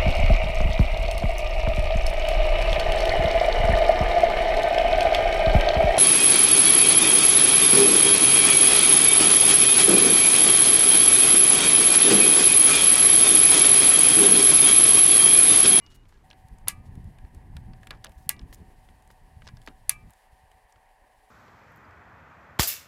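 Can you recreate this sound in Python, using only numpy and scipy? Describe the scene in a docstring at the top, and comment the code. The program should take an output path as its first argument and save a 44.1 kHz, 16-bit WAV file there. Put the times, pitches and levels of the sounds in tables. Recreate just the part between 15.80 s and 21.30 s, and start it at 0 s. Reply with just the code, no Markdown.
"""Torque driver on a metal mount, outdoors

A hand-held torque driver tightens small screws: three times its clutch slips with a sharp double snap,
made of damped modes and noise, that rings the tube mount and leaves a noisy echo. Filtered noise bursts
give the bit's ticks in the screw heads, the rubbing of skin and sleeve and the low tails of knocks; steel
tones fade as sines. Wind buffets the microphone as shaped noise and single swings. An open-air murmur of
shaped noise gives way at 0.44 s to hiss and a far machine: a noise drone with one thin sine whine."""
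import sys
import numpy as np
from scipy import signal
from scipy.fft import rfft, irfft, next_fast_len
from scipy.io import wavfile
from scipy.ndimage import map_coordinates

SR = 44100
rng = np.random.default_rng(int(sys.argv[2]) if len(sys.argv) > 2 else 0)


def output_pcm(signal):
    """Save a mono or channel-first signal as 16-bit PCM at the path in sys.argv[1].

    Samples are clipped to [-1, 1] before scaling.
    """
    pcm = np.clip(np.atleast_2d(signal).T, -1, 1) * 32767
    wavfile.write(sys.argv[1], SR, np.round(pcm).astype(np.int16))


def attenuation_scalar(level_db):
    """Turn a level in dB into a linear amplitude multiplier (20 dB per decade)."""
    decades = np.asarray(level_db, float) / 20
    return 10 ** decades


N = 242671  # length [samples]

# Open-air murmur spectrum: (frequency [Hz], relative density [dB])
MURMUR_SPECTRUM = [(200, -30.5), (350, -5), (560, -7), (900, -2.5), (1300, -7.5), (2300, -11.5),
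                   (3200, -18.5), (6000, -22.5), (11000, -26), (14000, -31), (16500, -45)]
# Wind, two gusty spells, the second much calmer: (time [s], strength [dB], extra flutter [dB])
WIND_SPELLS = [
    [(0, -56, 3), (.28, -57.5, -2.5), (.4, -59.5, 1.5), (.95, -46.5, -3.5), (1.05, -47.5, -1.5),
     (1.22, -41.5, 0), (1.3, -46.5, -3.5), (1.62, -51.5, 1.5), (1.76, -41, -1), (2.05, -52, -2),
     (2.4, -52.5, 0.5), (2.55, -47, 2.5), (2.88, -51, 5), (2.93, -57.5, 2), (3.48, -58.5, -0.5),
     (3.6, -50, -6.5), (3.78, -49.5, -3), (3.85, -58.5, -2), (4.12, -51.5, -3), (4.3, -52, -0.5)],
    [(4.34, -74, 2), (4.54, -65, -3.5), (4.95, -67, -5.5), (5.5, -74, 4)],
]
# Wind noise, lowest to highest layer: (frequency [Hz], relative density [dB])
THUD_SPECTRUM = [(10, -20), (25, 1.5), (45, -2.5), (70, -6.5), (110, -30), (200, -120)]
BUFFET_SPECTRUM = [(30, -36.5), (70, -2.5), (110, -3), (160, -10), (260, -19), (500, -120)]
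FLUTTER_SPECTRUM = [(80, -39), (160, -6), (250, -5), (400, -9.5), (600, -25.5), (1200, -120)]
# Thud, buffet, flutter: (level over the reference gust [dB], growth with gust [dB/dB], lumps [dB])
WIND_LAYERS = [(0, .8, 2.5), (-3.5, 1.31, 2.5), (-12.5, 0.8, 3)]
# Steel tones damped by a touch: (frequency [Hz], level [dB], t60 [s], start [s], stop [s])
STEEL_TONES = [(2880, -58.5, 0.98, 0.016, 0.24), (2340, -63, 0.32, 0, .3), (2060, -62.5, 0.31, 0, .3),
               (1140, -61.5, 0.36, 0.014, .3), (1665, -63.5, 0.76, 0.34, 0.375)]
# Bit contacts: (time [s], relative level [dB], body pitch [Hz], bright part [dB], dull part [dB])
BIT_CONTACTS = [(0.0633, -41, 3600, -26, -24), (0.0694, -49, 2890, -20, -6), (0.1954, -61, 2880, -17, -11),
                (0.2344, -61, 2920, -19, -10), (0.2543, -58, 2540, -15, 4), (0.374, -59, 2770, -22, -4),
                (0.2907, -55.5, 4800, -0.5, 1), (0.3235, -54.5, 3760, -15, 4),
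                (0.5022, -42, 3830, -15, -2.5), (0.511, -34.5, 2670, -33, -26),
                (0.5297, -43.5, 2860, -31, -3), (0.6841, -54, 2750, 5, -7), (0.784, -47, 6380, -8.5, -13),
                (0.8735, -38.5, 2900, -24, 10), (0.8754, -38, 4900, -15.5, 7), (1.1537, -58.5, 3120, 10, 8),
                (1.243, -62.5, 2434, 12, -1), (1.3852, -46.5, 2610, -6, -5.5),
                (1.4485, -52, 2760, -19, 1.5), (1.5471, -52, 5770, 6.5, -2),
                (1.7669, -31.5, 2576, -9, -8.5), (1.934, -45, 3350, -28.5, 0), (2.0117, -61, 6000, 1, -6.5),
                (2.0315, -40.5, 2060, -10, -1), (2.0705, -31, 2430, -7.5, -10),
                (2.1068, -23, 2840, -14.5, -7), (2.109, -35, 2450, -27, 4), (2.172, -57, 3500, -15.5, -2),
                (2.2415, -32, 3050, -17, -16), (2.2447, -30.5, 4330, 1, -1), (2.2574, -35, 2610, -26, -2),
                (2.2674, -36, 2960, -29, -10), (2.2937, -54, 3110, 6, 1), (2.3192, -55, 3170, 6, 5),
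                (2.5646, -44, 2857, -23.5, -10.5), (2.593, -37.5, 3333, -32.5, -10),
                (2.6137, -44, 2610, -24, -5.5), (2.7268, -43, 2560, 1.5, 3), (2.7447, -48.5, 5810, 12, -6),
                (3.0879, -50, 2430, -17, 2.5), (3.223, -60, 3790, 8.5, -1), (3.275, -57, 6220, 8, -9),
                (3.3029, -51, 2880, -5.5, 9.5), (3.6199, -50.5, 2410, -11, 10.5),
                (3.669, -41.5, 3760, -26.5, 4), (3.675, -31, 3900, -34, -10), (3.6864, -36, 3860, -32, 0),
                (3.7695, -42.5, 3900, -11, -7), (3.8164, -46, 3220, -3, -18), (3.826, -55, 3700, 0, -6),
                (3.863, -40, 3780, -5, -19), (3.8742, -37, 3750, -8, 10), (3.8774, -43, 2980, -17, 0),
                (3.8844, -37, 3205, -24, -12), (4.2961, -55.5, 2400, -1, 4),
                (4.3057, -43, 10100, -13.5, -10.5), (4.3345, -54.5, 2700, 8, 1),
                (4.7149, -46.5, 2424, -6, -4.5), (4.9232, -46, 5755, -16, -14),
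                (4.9586, -52.5, 2930, -17, 4)]
# Bright, then dull part of a contact: (low edge [Hz], high edge [Hz])
CONTACT_BANDS = [(6000, 12000), (350, 2200)]
# Tube and mount modes: (frequency [Hz], t60 [s], level at first, second, third slip [dB])
MOUNT_MODES = [(1160, 0.24, -45, -46.5, -49), (1228, 0.43, -51.5, -59.5, -53.5),
               (1667, .11, -34.5, -38, -35), (1968, .2, -50, -40.5, -56.5), (2160, 0.14, -51, -40.5, -49.5),
               (2340, 0.26, -49, -46, -41.5), (2610, 0.27, -52.5, -59.5, -49.5),
               (2820, 0.15, -52.5, -43, -54.5), (2883, 0.12, -42, -57.5, -47.5),
               (5823, .08, -47.5, -50.5, -60.5)]
# Each mount mode under a light touch of the bit: relative level [dB]
TAP_LEVELS = [-14, -23, 2, -16.5, -11.5, -12, -21, -15.5, -15, -24]
# Skin and sleeve rubbing, and the low tails of knocks:
# (time [s], length [s], level [dB], low edge [Hz], high edge [Hz])
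RUBS_AND_TAILS = [(0.1, 0.092, -64.5, 970, 6600), (0.143, 0.032, -63.5, 2980, 15000),
                  (0.283, 0.041, -73.5, 2500, 12000), (0.33, 0.046, -72, 900, 4970),
                  (1.055, 0.029, -68, 1200, 9400), (2.243, 0.074, -56, 537, 810),
                  (2.103, 0.067, -51.5, 296, 1680), (2.378, 0.11, -68.5, 2960, 15000),
                  (2.26, 0.24, -75, 3500, 15000), (2.725, 0.042, -58.5, 2000, 15000),
                  (3.305, 0.031, -68, 790, 12100), (3.641, 0.052, -65.5, 1200, 6000),
                  (3.876, 0.052, -56, 450, 1480), (3.877, 0.064, -53.5, 178, 350)]
# Single swings of the diaphragm: (time [s], level [dB], frequency [Hz])
DIAPHRAGM_SWINGS = [(0.217, -50.5, 104), (0.637, -41.5, 101), (0.712, -39.5, 78.1), (0.921, -40.5, 105),
                    (1.163, -33.5, 126), (1.227, -37.5, 64), (1.432, -33.5, 56.5), (1.559, -37, 52),
                    (1.687, -35, 97.5), (1.759, -35, 61.9), (1.898, -46, 109), (2.13, -45, 45.8),
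                    (2.36, -39.5, 47.9), (2.455, -36.5, 111), (2.621, -34, 45.8), (2.689, -40, 46.3),
                    (2.829, -43, 87.8), (2.971, -48.5, 70.8), (3.092, -45, 66), (3.556, -37, 71.9),
                    (3.725, -34, 95.2), (3.865, -54, 56.5), (4.074, -43, 45.2), (4.518, -48, 67),
                    (4.624, -49, 70.6), (4.739, -49.5, 59.2), (4.837, -53.5, 45.8), (4.948, -56, 53.8)]
# Far machine's drone, then the hiss: (frequency [Hz], relative density [dB])
DRONE_SPECTRUM = [(210, -62.5), (350, -29.5), (408, -22.5), (428, -11.5), (463, -19.5), (530, -13.5),
                  (714, -9.5), (742, -4), (801, -10.5), (900, -6), (1360, -26.5), (1620, -17), (1850, -13),
                  (2270, -23.5), (3060, -28), (3500, -42), (4550, -57), (7700, -120)]
HISS_SPECTRUM = [(1350, -29), (2300, -8.5), (2780, -7.5), (3150, -6.5), (3440, -9), (4640, -9),
                 (6190, -13.5), (10100, -8), (12300, -13.5), (15300, -17), (16500, -27.5)]
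# Whine's swelling and fading: (time [s], level [dB])
WHINE_SWELL = [(0.44, -64.5), (0.6, -64), (0.81, -72), (0.9, -65), (1.12, -73.5), (1.86, -70),
               (1.98, -62.5), (2.2, -66), (2.5, -65), (2.6, -78), (2.81, -64), (3.0, -72.5), (3.6, -66),
               (3.74, -81), (3.88, -65.5), (4.2, -77), (4.36, -69), (4.78, -65), (4.92, -80), (5.02, -68),
               (5.5, -72)]
# Clutch slips, relative levels: (time [s], release [dB], stop [dB], shaft [dB], dulling [dB/octave])
CLUTCH_SLIPS = [(0.8828, -9, -4.5, -1, -2.5), (2.4917, -10, -5, -5, 5), (4.0942, -7, -5.5, 0, -1)]
# Clutch (upper) modes, then shaft (lower) modes: (frequency [Hz], relative level [dB], free t60 [s])
CLUTCH_MODES = [(8540, -12, 0.033), (9675, -4.5, .006), (10250, -1.5, 0.01), (11000, 2.5, 0.012),
                (12500, -5.5, 0.0045), (13000, -4.5, .004), (15000, -13.5, .003)]
SHAFT_MODES = [(2190, -17.5, 0.0092), (2750, -16.5, .012), (3500, -26, 0.0027), (4430, -9, 0.0077),
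               (4620, -10.5, 0.011), (6010, -11.5, 0.013), (6670, -12.5, .008)]
# Scattered echo's spectrum: (frequency [Hz], relative density [dB])
ECHO_SPECTRUM = [(290, -49.5), (500, -12.5), (1190, -7), (1520, -12), (1660, -2.5), (1810, -21),
                 (2040, -1.5), (3070, -11.5), (11000, -11), (15300, -21.5), (16500, -46)]
# Scattered echo's decay: (frequency [Hz], t60 [s])
ECHO_DECAY = [(700, 0.067), (2500, 0.088), (6000, 0.083), (10500, 0.1), (13000, .085), (16000, .06)]

GUST_REF_DB = -55  # the middling gust that the wind layers are set against
CONTACT_T60_S, CONTACT_RING_DB = .024, -17  # reference decay of a contact; trim of the mount's ring
FAINT_DB, FAINT_SPREAD_DB = -67.5, 7  # relative level of faint chance contacts
SWING_CENTRE_S = 0.015  # a swing crosses zero this long after its listed time
DRONE_FROM_S = .436  # the murmur gives way to drone and hiss
DRONE_DB, HISS_DB, WHINE_HZ = -63, -73.5, 758.5
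STOP_AFTER_S, ECHO_DB = .0011, -31.5  # the clutch reaches its stop this long after the release
CEILING, TOP_HZ = .62, 16300  # amplitude near which the input stage rounds peaks; band limit


def unit(x):
    """Normalisation: scale to rms 1."""
    return x / np.sqrt(np.mean(x ** 2) + 1e-20)


def along(points, hz):
    """Logarithmic frequency scale: interpolate (frequency [Hz], value) points along it."""
    f, v = np.transpose(points)
    return np.interp(np.log(hz + 1), np.log(f + 1), v)


def curves(rows):
    """Linear interpolation: one value per sample for each column after the time."""
    s, *cols = np.transpose(rows)
    return [np.interp(np.arange(N) / SR, s, c) for c in cols]


def wobble(rate):
    """Slow random modulation: a smooth curve through `rate` random knots a second."""
    knots = rng.standard_normal(int(N * rate / SR) + 4)
    return map_coordinates(knots, [np.arange(N) * rate / SR])


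def rush(spectrum, lumpy_db, rate):
    """Spectral shaping: coloured noise of rms 1 whose level wanders."""
    m = next_fast_len(N + 8192)
    raw = rng.standard_normal(N) * attenuation_scalar(lumpy_db * wobble(rate))
    gain = attenuation_scalar(along(spectrum, np.fft.rfftfreq(m, 1 / SR)))
    return unit(irfft(rfft(raw, m) * gain, m)[:N])


def band(low_hz, high_hz, count):
    """Band-pass filtering: noise between two edges, of rms 1."""
    sos = signal.butter(2, [low_hz, high_hz], "bandpass", fs=SR, output="sos")
    return unit(signal.sosfilt(sos, rng.standard_normal(count)))


def ring(modes, t, spread_db, attack, smear, dull_db=0):
    """Modal superposition: damped sines, newly weighted each blow; long contact smears phases and dulls."""
    hz, db, t60 = np.transpose(modes)[:, :, None]
    tilt_db = -dull_db * np.log2(hz / hz.mean())
    chance_db = spread_db * rng.standard_normal(hz.shape)
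    size = attenuation_scalar(db + tilt_db + chance_db - 60 * t / t60)
    phase = 2 * np.pi * (hz * t + smear * rng.random(hz.shape))
    return (size * np.sin(phase)).sum(axis=0) * (1 - np.exp(-t / attack))


def mount(levels_db):
    """Modal excitation: the mount's modes as (frequency [Hz], level [dB], t60 [s]) for one blow."""
    hz, t60 = np.transpose(MOUNT_MODES)[:2]
    return np.transpose([hz, levels_db, t60])


def add(track, s, sound):
    """Linear superposition: lay a sound on the track at a time [s]."""
    track[round(s * SR):][:len(sound)] += sound


def after_change():
    """Cross-fade: a ramp from 0 to 1 as the murmur gives way to drone and hiss."""
    return np.clip((np.arange(N) / SR - DRONE_FROM_S) / 0.0056, 0, 1)


def murmur():
    """Diffuse sound field: shaped noise of the open air, until the drone replaces it."""
    return (1 - after_change()) * attenuation_scalar(-67.5) * rush(MURMUR_SPECTRUM, lumpy_db=1, rate=20)


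def wind():
    """Turbulent pressure: eddies push the diaphragm in lumps, and stronger gusts reach higher."""
    strength_db, extra_flutter_db = curves(np.concatenate(WIND_SPELLS))
    gust_db, eddy = strength_db - GUST_REF_DB, wobble(22)
    layers = []
    for spectrum, layer in zip((THUD_SPECTRUM, BUFFET_SPECTRUM, FLUTTER_SPECTRUM), WIND_LAYERS):
        over_db, growth, lumps_db = layer
        level_db = GUST_REF_DB + over_db + growth * gust_db + lumps_db * eddy
        layers.append(attenuation_scalar(level_db) * rush(spectrum, lumpy_db=1.3, rate=22))
    thud, buffet, flutter = layers
    return thud + buffet + attenuation_scalar(extra_flutter_db) * flutter


def steel_tones():
    """Exponential decay of free vibration: thin steel tones fading, cut short by a touch."""
    out, t = np.zeros(N), np.arange(N) / SR
    for hz, db, t60, start, stop in STEEL_TONES:
        gate = np.clip((t - start) / 0.0095, 0, 1) * np.clip((stop - t) / .015, 0, 1)
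        level_db = db - 60 * np.abs(t - start) / t60 + 1.3 * wobble(31.0)
        out += attenuation_scalar(level_db) * gate * np.sin(2 * np.pi * hz * t)
    return out


def faint_ticks(count):
    """Random impacts: faint chance contacts, as rows like BIT_CONTACTS."""
    when, size, pitch, bright, dull = rng.random((count, 5)).T
    db = FAINT_DB + FAINT_SPREAD_DB * (2 * size - 1)
    return np.transpose([when * N / SR, db, 2500 + 1500 * pitch, -18 + 22 * bright, -4 + 9 * dull])


def ticks():
    """Impact excitation: a gritty burst around its own pitch nudges the mount; the treble dies first."""
    out, t = np.zeros(N + SR), np.arange(SR // 5) / SR
    modes = mount(TAP_LEVELS)
    onset = 1 - np.exp(-t / 0.00043)

    def fade(stretch):
        """Exponential decay: a multiple of the reference decay time."""
        return attenuation_scalar(-60 * t / (stretch * CONTACT_T60_S))

    for s, db, hz, bright_db, dull_db in [*BIT_CONTACTS, *faint_ticks(count=14)]:
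        bright, dull = (band(*edges, len(t)) for edges in CONTACT_BANDS)
        body = fade(0.58) * band(hz / 1.2, hz * 1.52, len(t))
        body += attenuation_scalar(-6.5) * fade(0.99) * band(hz / 0.87, hz * 1.15, len(t))
        burst = body + attenuation_scalar(bright_db) * fade(0.55) * bright + attenuation_scalar(dull_db) * fade(1.2) * dull
        damping = attenuation_scalar(CONTACT_RING_DB - 60 * t / 0.26)  # the resting bit damps the mount
        hum = damping * ring(modes, t, spread_db=4.0, attack=0.0014, smear=0.79)
        add(out, s, attenuation_scalar(db - 5.5) * (burst * onset + hum))
    return out[:N]


def rubs_and_tails():
    """Dry friction and knock tails: short grainy swells of noise that rise faster than they fade."""
    out = np.zeros(N + SR)
    for s, length, db, low_hz, high_hz in RUBS_AND_TAILS:
        count = round(length * SR)
        swell = np.sin(np.pi * np.linspace(0, 1, count) ** 0.44)
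        grit = attenuation_scalar(2.3 * wobble(60)[:count] + 3.3 * wobble(500)[:count])
        add(out, s, attenuation_scalar(db) * swell * grit * band(low_hz, high_hz, count))
    return out[:N]


def diaphragm_swings():
    """Transient displacement: wind moves the diaphragm in single swings, a pull and then a push."""
    out, t = np.zeros(N), np.arange(N) / SR
    for s, db, hz in DIAPHRAGM_SWINGS:
        cycles = (t - s - SWING_CENTRE_S) * hz
        swing = np.sin(2 * np.pi * cycles) + .2 * np.sin(4 * np.pi * cycles)
        out += attenuation_scalar(db) * swing * np.exp(-(cycles / 0.57) ** 2)
    return out


def far_machine():
    """Broadband and tonal radiation: a noise drone and one sine whine that swells and fades."""
    t = np.arange(N) / SR
    whine_db, = curves(WHINE_SWELL)
    tone = np.sin(2 * np.pi * WHINE_HZ * t + 0.22 * wobble(8))
    whine = np.sqrt(2) * attenuation_scalar(whine_db + 1.5 * wobble(14)) * tone
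    drone = attenuation_scalar(DRONE_DB + .6 * wobble(1.1)) * rush(DRONE_SPECTRUM, lumpy_db=0.7, rate=21)
    return after_change() * (drone + whine)


def hiss():
    """Stationary random noise: a shaped hiss of gently wandering level beside the drone."""
    return after_change() * attenuation_scalar(HISS_DB + .8 * wobble(2.5)) * rush(HISS_SPECTRUM, lumpy_db=1.42, rate=40)


def echo(count):
    """Diffuse scattering off ground and body: noise dying at its own speed per frequency."""
    hz, t, z = signal.stft(rng.standard_normal(count), SR, nperseg=128)
    gain = attenuation_scalar(along(ECHO_SPECTRUM, hz)[:, None] - 60 * t / along(ECHO_DECAY, hz)[:, None])
    tail = signal.istft(z * gain, SR, nperseg=128)[1][:count]
    return tail / np.sqrt(np.mean(tail[:count // 40] ** 2))  # its beginning has rms 1


def snaps():
    """Release of stored strain: the clutch lets go, then slams on its stop; the mount rings on."""
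    out, t = np.zeros(N + SR), np.arange(SR // 2) / SR
    seat = attenuation_scalar(-8) + attenuation_scalar(-60 * t / .004)  # the parts seat and damp most of the ring at once
    mount_levels = np.transpose(MOUNT_MODES)[2:]
    for slip, levels_db in zip(CLUTCH_SLIPS, mount_levels):
        s, release_db, stop_db, shaft_db, dull_db = slip
        for start, db in ((s, release_db), (s + STOP_AFTER_S, stop_db)):
            clutch = ring(CLUTCH_MODES, t, spread_db=3.5, attack=.00005, smear=0.6, dull_db=dull_db)
            shaft = ring(SHAFT_MODES, t, spread_db=3.0, attack=.00008, smear=.6)
            # loose parts shake for a moment
            chatter = attenuation_scalar(-15.5 - 60 * t / 0.018) * band(1500, 15000, len(t))
            add(out, start, attenuation_scalar(db - 6) * (clutch * seat + attenuation_scalar(shaft_db) * shaft + chatter))
        mount_ring = ring(mount(levels_db), t, spread_db=1.3, attack=0.008, smear=0.89)
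        beating = attenuation_scalar(2.2 * wobble(90)[:len(t)])  # close modes beat
        add(out, s, mount_ring * beating)
        add(out, s, attenuation_scalar(ECHO_DB) * echo(len(t)) * (1 - np.exp(-t / 0.0056)))
    return out[:N]


def scene():
    """Linear superposition: all sources at one microphone."""
    air = murmur() + wind() + diaphragm_swings()
    handling = steel_tones() + ticks() + rubs_and_tails() + snaps()
    return (air + handling + far_machine() + hiss())[None]


def top_cut(x):
    """Nothing passes above the cut-off."""
    return signal.sosfilt(signal.butter(12, 17030, fs=SR, output="sos"), x)


def record(dry):
    """Saturation and low-pass filtering: soft overload of the highest peaks, then a steep band limit."""
    rounded = dry / (1 + np.abs(dry / CEILING) ** 4) ** (1 / 4)
    low_pass = signal.cheby1(10, .5, TOP_HZ, fs=SR, output="sos")
    finished = signal.sosfilt(low_pass, rounded)
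    return top_cut(finished)


dry = scene()
out = record(dry)
output_pcm(out)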